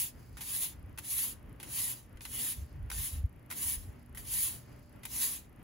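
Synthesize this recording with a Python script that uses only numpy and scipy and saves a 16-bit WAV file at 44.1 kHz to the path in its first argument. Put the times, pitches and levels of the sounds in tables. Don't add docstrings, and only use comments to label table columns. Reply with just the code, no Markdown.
import sys
import numpy as np
from scipy import signal
from scipy.fft import rfft, irfft, next_fast_len
from scipy.io import wavfile
from scipy.ndimage import uniform_filter1d

SR = 44100
rng = np.random.default_rng(int(sys.argv[2]) if len(sys.argv) > 2 else 0)


def log_audio(samples):
    frames = np.atleast_2d(samples).T
    limited = np.clip(frames, -1, 1)
    pcm = np.round(limited * 32767).astype(np.int16)
    wavfile.write(sys.argv[1], SR, pcm)


N = 248283
TIME = np.arange(N) / SR
FFT_SIZE = next_fast_len(N + 8192)
FREQS = np.fft.rfftfreq(FFT_SIZE, 1 / SR)

# start, time to top speed, speed-up time, slow-down time and time
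# until the hand eases off, all in seconds; the drop on easing in dB; relative levels of hiss, scrape
# and spreading bristles in dB; treble tilt in dB per octave.
STROKES = [(0.0, 0.014, .136, 0.083, 0.11, 10, -33, -40, -57, 4),
           (0.407, 0.25, 0.3, 0.08, 0.26, 5, -36, -46.5, -63, 1),
           (0.987, 0.22, 0.18, 0.15, 0.36, 12, -33.5, -46, -58, 0),
           (1.629, 0.21, 0.17, 0.17, .305, 3, -34, -46.5, -61, -1),
           (2.216, 0.24, 0.18, 0.17, 0.324, 7.5, -34.8, -47, -51, -0.5),
           (2.914, .17, 0.19, .138, 0.17, 9.5, -36, -47, -49, 0),
           (3.505, 0.19, 0.16, 0.2, 0.25, 11.5, -34, -46.5, -46.5, 0.54),
           (4.176, 0.25, 0.17, 0.16, 0.31, 1.5, -32, -44.5, -46.5, 0.8),
           (5.053, .2, 0.16, 0.15, 0.45, 19, -33.5, -43.5, -55, 1)]


def pushes(swing_db=23, settle_s=0.044):
    hiss, scrape = np.zeros((2, N))
    for start, top, up, down, ease, ease_db, hiss_db, scrape_db, spread_db, _ in STROKES:
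        age = np.maximum(TIME - start, 0)
        slowness = np.where(age < top, np.abs((top - age) / up) ** 2.95, np.abs((age - top) / down) ** 1.82)
        eased = (1 + np.tanh((age - ease) / 0.013)) / 2
        effort = amp(-swing_db * np.minimum(slowness, 10) - ease_db * eased)
        spread = amp(spread_db) * np.exp(-age / settle_s)
        hiss += (TIME >= start) * (amp(hiss_db) * effort + spread)
        scrape += (TIME >= start) * (amp(scrape_db) * effort ** 0.78 + amp(-8) * spread)
    return hiss, scrape


# frequency in Hz, relative level in dB.
HISS_COLOUR = [(2000, -54), (5000, -35.5), (6500, -12), (7800, -8.5), (8800, -2.5), (10300, 2), (12000, -1),
               (13700, -1), (15000, -6.5), (16000, -6)]
# frequency in Hz, relative level in dB.
SCRAPE_COLOUR = [(200, -2), (500, -16.5), (750, -9.5), (1050, -3), (1350, -11.5), (1600, -6), (1950, -1.5),
                 (2450, -2), (2800, 2), (4000, 1), (5500, -1), (7300, 3.5), (9500, -12.5), (16000, -6)]


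def bristles(hiss_db=2, scrape_db=3):
    tufts = amp(1.2 * wander(19) + 0.5 * wander(350))
    hiss_gain, scrape_gain = pushes()
    hiss = stereo(clicks(per_s=26000, spread_db=1.5) * tufts * hiss_gain, colour(HISS_COLOUR))
    scrape = stereo(clicks(per_s=16000, spread_db=2.0) * tufts * scrape_gain, colour(SCRAPE_COLOUR))
    hiss = patchy_rasp(hiss, depth_db=2.36)
    scrape = patchy_rasp(scrape, depth_db=2.5)
    return amp(hiss_db) * hiss + amp(scrape_db) * scrape


def patchy_rasp(sound, depth_db):
    bands = signal.stft(sound, nperseg=512, noverlap=384)[2]
    patches = uniform_filter1d(rng.standard_normal(bands.shape[1:]), size=3, axis=0)
    patches = uniform_filter1d(patches, size=16, axis=1)
    gain = unit_level(amp(depth_db * unit_level(patches)))
    return signal.istft(bands * gain, nperseg=512, noverlap=384)[1][:, :N]


# time in seconds, relative level in dB, extra dB for
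# the splash, extra dB for the knock, centre of the knock in Hz, fade time in seconds.
LANDINGS = [(0.37, -42.5, 1.5, 0, 1520, 0.038), (0.409, -40, -9, -4, 2060, 0.02),
            (0.976, -39.5, 2.5, -4, 1400, 0.01), (0.985, -35.5, 9, -4.5, 1220, 0.0079),
            (1.6, -42.5, 4, -13, 2020, 0.016), (1.629, -41, 8.5, -1, 1580, 0.012),
            (2.172, -48.5, -1, -1.5, 2040, 0.0042), (2.208, -37, -2, -11, 1540, 0.0045),
            (2.252, -33.5, 4, -6, 1520, 0.0072), (2.901, -31.5, 3.5, -8, 1420, 0.0052),
            (2.915, -33, -1, -1.5, 1400, 0.0053), (3.502, -37, 5, -2, 1880, 0.007),
            (3.512, -33.5, 6.5, 0, 1180, 0.0067), (3.523, -41.5, 10, 3, 1970, 0.011),
            (4.148, -50, 9, 7.5, 1760, 0.042), (4.173, -43, 9, 6, 1940, 0.0066),
            (5.033, -44, 2, -7, 1910, 0.019), (5.053, -33.5, 8, -7.5, 1980, 0.0063)]
# frequency in Hz, relative level in dB.
SLAP_COLOUR = [(150, -16), (600, -5.5), (900, 5.5), (1300, -5), (1800, 3), (2500, 4), (3500, 2),
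               (5000, -2.5), (7000, -2), (10000, -5), (16000, -19)]


def slaps(slap_db=-7, splash_db=-9, rise_s=0.0005):
    slap, splash = np.zeros((2, N))
    for start, level_db, extra_db, _, _, fade_s in LANDINGS:
        age = np.maximum(TIME - start + rise_s, 0)
        blow = amp(level_db) * (1 - np.exp(-age / rise_s)) * np.exp(-age / fade_s)
        slap += blow
        splash += blow * amp(extra_db)
    dull = stereo(clicks(per_s=9000, spread_db=0) * slap, colour(SLAP_COLOUR))
    bright = stereo(clicks(per_s=30000, spread_db=5.5) * splash, colour(HISS_COLOUR))
    return amp(slap_db) * dull + amp(splash_db) * bright


# pitch in Hz, width in Hz (wider dies away sooner),
# relative level in dB.
HEAD_NOTES = [(706, 35, 3), (1012, 39, 1.5), (1180, 107, 2), (1388, 110, 6.5), (1525, 55, 3.5),
              (1918, 86, 5), (2077, 43, 1), (2700, 60, 1), (3140, 47, 10)]


def knocks(knock_db=-3, reach_octaves=0.53, rise_s=0.0006):
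    hz, width, note_db = np.transpose(HEAD_NOTES)[:, :, None]
    age = TIME[:SR // 10]
    attack = 1 - np.exp(-age / rise_s)
    out = np.zeros((2, N))
    for start, level_db, _, extra_db, centre_hz, _ in LANDINGS:
        weight = amp(note_db) * np.exp(-(np.log2(hz / centre_hz) / reach_octaves) ** 2)
        weight /= np.linalg.norm(weight)
        phase = 2 * np.pi * rng.random((2, len(HEAD_NOTES), 1))
        notes = weight * np.exp(-np.pi * width * age) * np.sin(2 * np.pi * hz * age + phase)
        first = round(start * SR)
        out[:, first:first + len(age)] += amp(level_db + extra_db) * attack * notes.sum(axis=1)
    return amp(knock_db) * stereo(out, np.ones(len(FREQS)))


# middle in seconds, relative level in dB, half length in seconds.
DRAW_BACKS = [(.25, -67, 0.49), (2.66, -72.5, 0.13), (4.02, -75, 0.076), (4.7, -70, 0.29)]
# frequency in Hz, relative level in dB.
RUSTLE_COLOUR = [(2000, -22), (3800, -10), (5000, 0.5), (5500, -9), (6100, -7.5), (7200, -8), (9000, -10),
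                 (16000, -12)]


def rustle(rustle_db=-1):
    gain = swells(DRAW_BACKS, rest_db=-84) * amp(rustle_db + 1.4 * wander(40))
    return stereo(rng.standard_normal((2, N)) * gain, colour(RUSTLE_COLOUR))


def near_echoes(sound, echo_db=-6.5, dull_hz=7000, longest_s=0.014, count=5, lifted_s=0.078):
    out = np.zeros((2, len(FREQS)), complex)
    spot = np.searchsorted([row[0] - lifted_s for row in STROKES[1:]], TIME)
    octaves = np.log2(np.maximum(FREQS, 4000) / 9000)
    for stroke, (*_, tilt_db) in enumerate(STROKES):
        taps = np.zeros((2, FFT_SIZE))
        delays = (SR * longest_s * rng.uniform(0.1, 1, (2, count))).astype(int)
        np.put_along_axis(taps, delays, rng.choice([-1, 1], delays.shape) / np.sqrt(count), axis=1)
        echoes = amp(echo_db) * rfft(taps) / (1 + (FREQS / dull_hz) ** 4)
        out += rfft(sound * (spot == stroke), FFT_SIZE) * amp(tilt_db * octaves) * (1 + echoes)
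    return irfft(out, FFT_SIZE)[:, :N]


def house_wall(sound, echo_db=-18, delay_s=0.016, die_away_s=0.2):
    age = TIME[:SR // 2] - delay_s
    taps = rng.standard_normal((2, len(age))) * (rng.random((2, len(age))) < 2500 / SR)
    taps *= (age > 0) * amp(-60 * np.abs(age) / die_away_s)
    taps /= np.linalg.norm(taps, axis=1, keepdims=True)
    dull = signal.lfilter(*signal.butter(1, 7000, fs=SR), sound)
    return amp(echo_db) * signal.fftconvolve(dull, taps, axes=1)[:, :N]


# middle in seconds, relative level in dB, half length in seconds.
GUSTS = [(0.35, -51.5, .15), (0.88, -50, 0.18), (1.44, -47, 0.095), (2.35, -53, .17), (2.61, -44.5, .04),
         (2.83, -42.5, 0.1), (3.01, -39, 0.041), (3.2, -41.5, 0.074), (3.68, -45, 0.058),
         (3.83, -45.5, 0.081), (4.25, -48, .18)]
# frequency in Hz, relative level in dB.
RUMBLE_COLOUR = [(15, -44), (26, -24), (42, -2.5), (70, -2.5), (100, -7), (150, -16.5), (250, -30.5),
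                 (600, -75), (2000, -101)]
# middle in seconds, peak in dB, pitch in Hz, half length in seconds.
SHOVES = [(2.158, -38, 59, 0.0075), (2.631, -34.5, 74.5, 0.015), (2.82, -47, 102, 0.011),
          (3.142, -32.5, 70, 0.012), (3.194, -31, 68.4, 0.032), (3.249, -23, 75, 0.0094),
          (3.78, -34, 51, 0.011)]


def wind(rumble_db=-1, lumpy_db=3):
    gain = swells(GUSTS, rest_db=-58) * amp(rumble_db + lumpy_db * wander(13.5))
    out = stereo(rng.standard_normal((2, N)) * gain, colour(RUMBLE_COLOUR))
    for middle, peak_db, hz, half_s in SHOVES:
        offset = TIME - middle
        out += amp(peak_db) * np.exp(-(offset / half_s) ** 2) * np.cos(2 * np.pi * hz * offset)
    return out


# frequency in Hz, relative level in dB.
MURMUR_COLOUR = [(30, -15), (70, 1), (120, 2.5), (190, -3), (290, -5), (420, -10), (700, -15.5),
                 (1100, -18), (2000, -21), (3000, -26.5), (3800, -38.5), (7500, -44), (13000, -35),
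                 (16000, -41)]
# pitch in Hz, typical level in dB.
HUM_TONES = [(120, -62.5), (240, -68.5), (292, -72.5), (589, -77.5)]


def outdoors(murmur_db=-56, sway_db=1.9, waver_hz=2.32):
    gain = amp(murmur_db + sway_db * wander(6.3))
    out = stereo(rng.standard_normal((2, N)) * gain, colour(MURMUR_COLOUR))
    for hz, level_db in HUM_TONES:
        cycles = np.cumsum(hz + waver_hz * wander(7.04)) / SR
        out += amp(level_db + 4 * wander(3.2)) * np.sin(2 * np.pi * cycles)
    return out


# frequency in Hz, relative level in dB.
TICK_COLOUR = [(4000, -32), (8600, -15), (10000, -3.5), (11200, -10), (12400, -0.5), (13700, -6),
               (14800, -25), (16000, -39)]


def camera_ticks(tick_db=-63, first_s=0.0292, every_s=1 / 30, half_s=0.002):
    offset = (TIME - first_s + every_s / 2) % every_s - every_s / 2
    gain = amp(tick_db + 1.5 * wander(30)) * np.exp(-(offset / half_s) ** 2)
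    return stereo(rng.standard_normal((2, N)) * gain, colour(TICK_COLOUR))


# frequency in Hz, likeness from 0 (unrelated) to 1 (the same).
LIKENESS = [(60, .88), (200, .82), (350, .45), (550, .03), (1100, .45), (1400, .35), (2000, .74),
            (2700, .5), (4100, .72), (5200, .28), (6400, .72), (7700, .76), (8500, .98), (10000, .93),
            (13400, .96), (16000, .86)]
# frequency in Hz, lead in radians.
LEFT_LEAD = [(100, 0), (1800, .1), (2700, .9), (3700, .1), (5000, .5), (6500, -.2), (7500, -1.6),
             (8550, -3.1), (9800, -4.9), (11000, -6.3), (12200, -7.8), (13400, -9.4), (14600, -11),
             (16000, -13)]
# frequency in Hz, left minus right in dB.
LEFT_LOUDER = [(150, 0), (600, 2), (1300, 1.5), (2200, 0.5), (3800, 0), (5200, -2.5), (6500, -0.3),
               (9000, 0)]


def stereo(pair, gains):
    first, second = rfft(pair, FFT_SIZE) * unit_level(gains)
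    likeness = curve(LIKENESS)
    shared = first * np.sqrt((1 + likeness) / 2)
    apart = second * np.sqrt((1 - likeness) / 2)
    lean = amp(curve(LEFT_LOUDER) / 2) * np.exp(0.5j * curve(LEFT_LEAD))
    return irfft(np.array([(shared + apart) * lean, (shared - apart) / lean]), FFT_SIZE)[:, :N]


def amp(db):
    return 10 ** (np.asarray(db) / 20)


def unit_level(x):
    return x / np.sqrt(np.mean(x ** 2) + 1e-20)


def curve(table):
    hz, value = np.transpose(table)
    return np.interp(np.log(FREQS + 1), np.log(hz + 1), value)


def colour(table):
    return amp(curve(table))


def wander(rate_hz):
    spectrum = rfft(rng.standard_normal(FFT_SIZE)) / (1 + (FREQS / rate_hz) ** 4)
    return unit_level(irfft(spectrum, FFT_SIZE)[:N])


def clicks(per_s, spread_db):
    size = amp(spread_db * np.minimum(rng.exponential(1, (2, N)), 4))
    return unit_level(size * rng.choice([-1, 1], (2, N)) * (rng.random((2, N)) < per_s / SR))


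def swells(rows, rest_db):
    power = sum(amp(db) ** 2 * np.exp(-2 * ((TIME - middle) / half_s) ** 2) for middle, db, half_s in rows)
    return np.sqrt(amp(rest_db) ** 2 + power)


def scene():
    broom = near_echoes(bristles() + slaps() + knocks() + rustle())
    return broom + house_wall(broom) + wind() + outdoors() + camera_ticks()


def record(dry, cutoff_hz=15790):
    low_pass = signal.firwin(601, cutoff_hz, window=("kaiser", 9), fs=SR)
    return signal.oaconvolve(dry, low_pass[None], "same")


dry = scene()
out = record(dry)
log_audio(out)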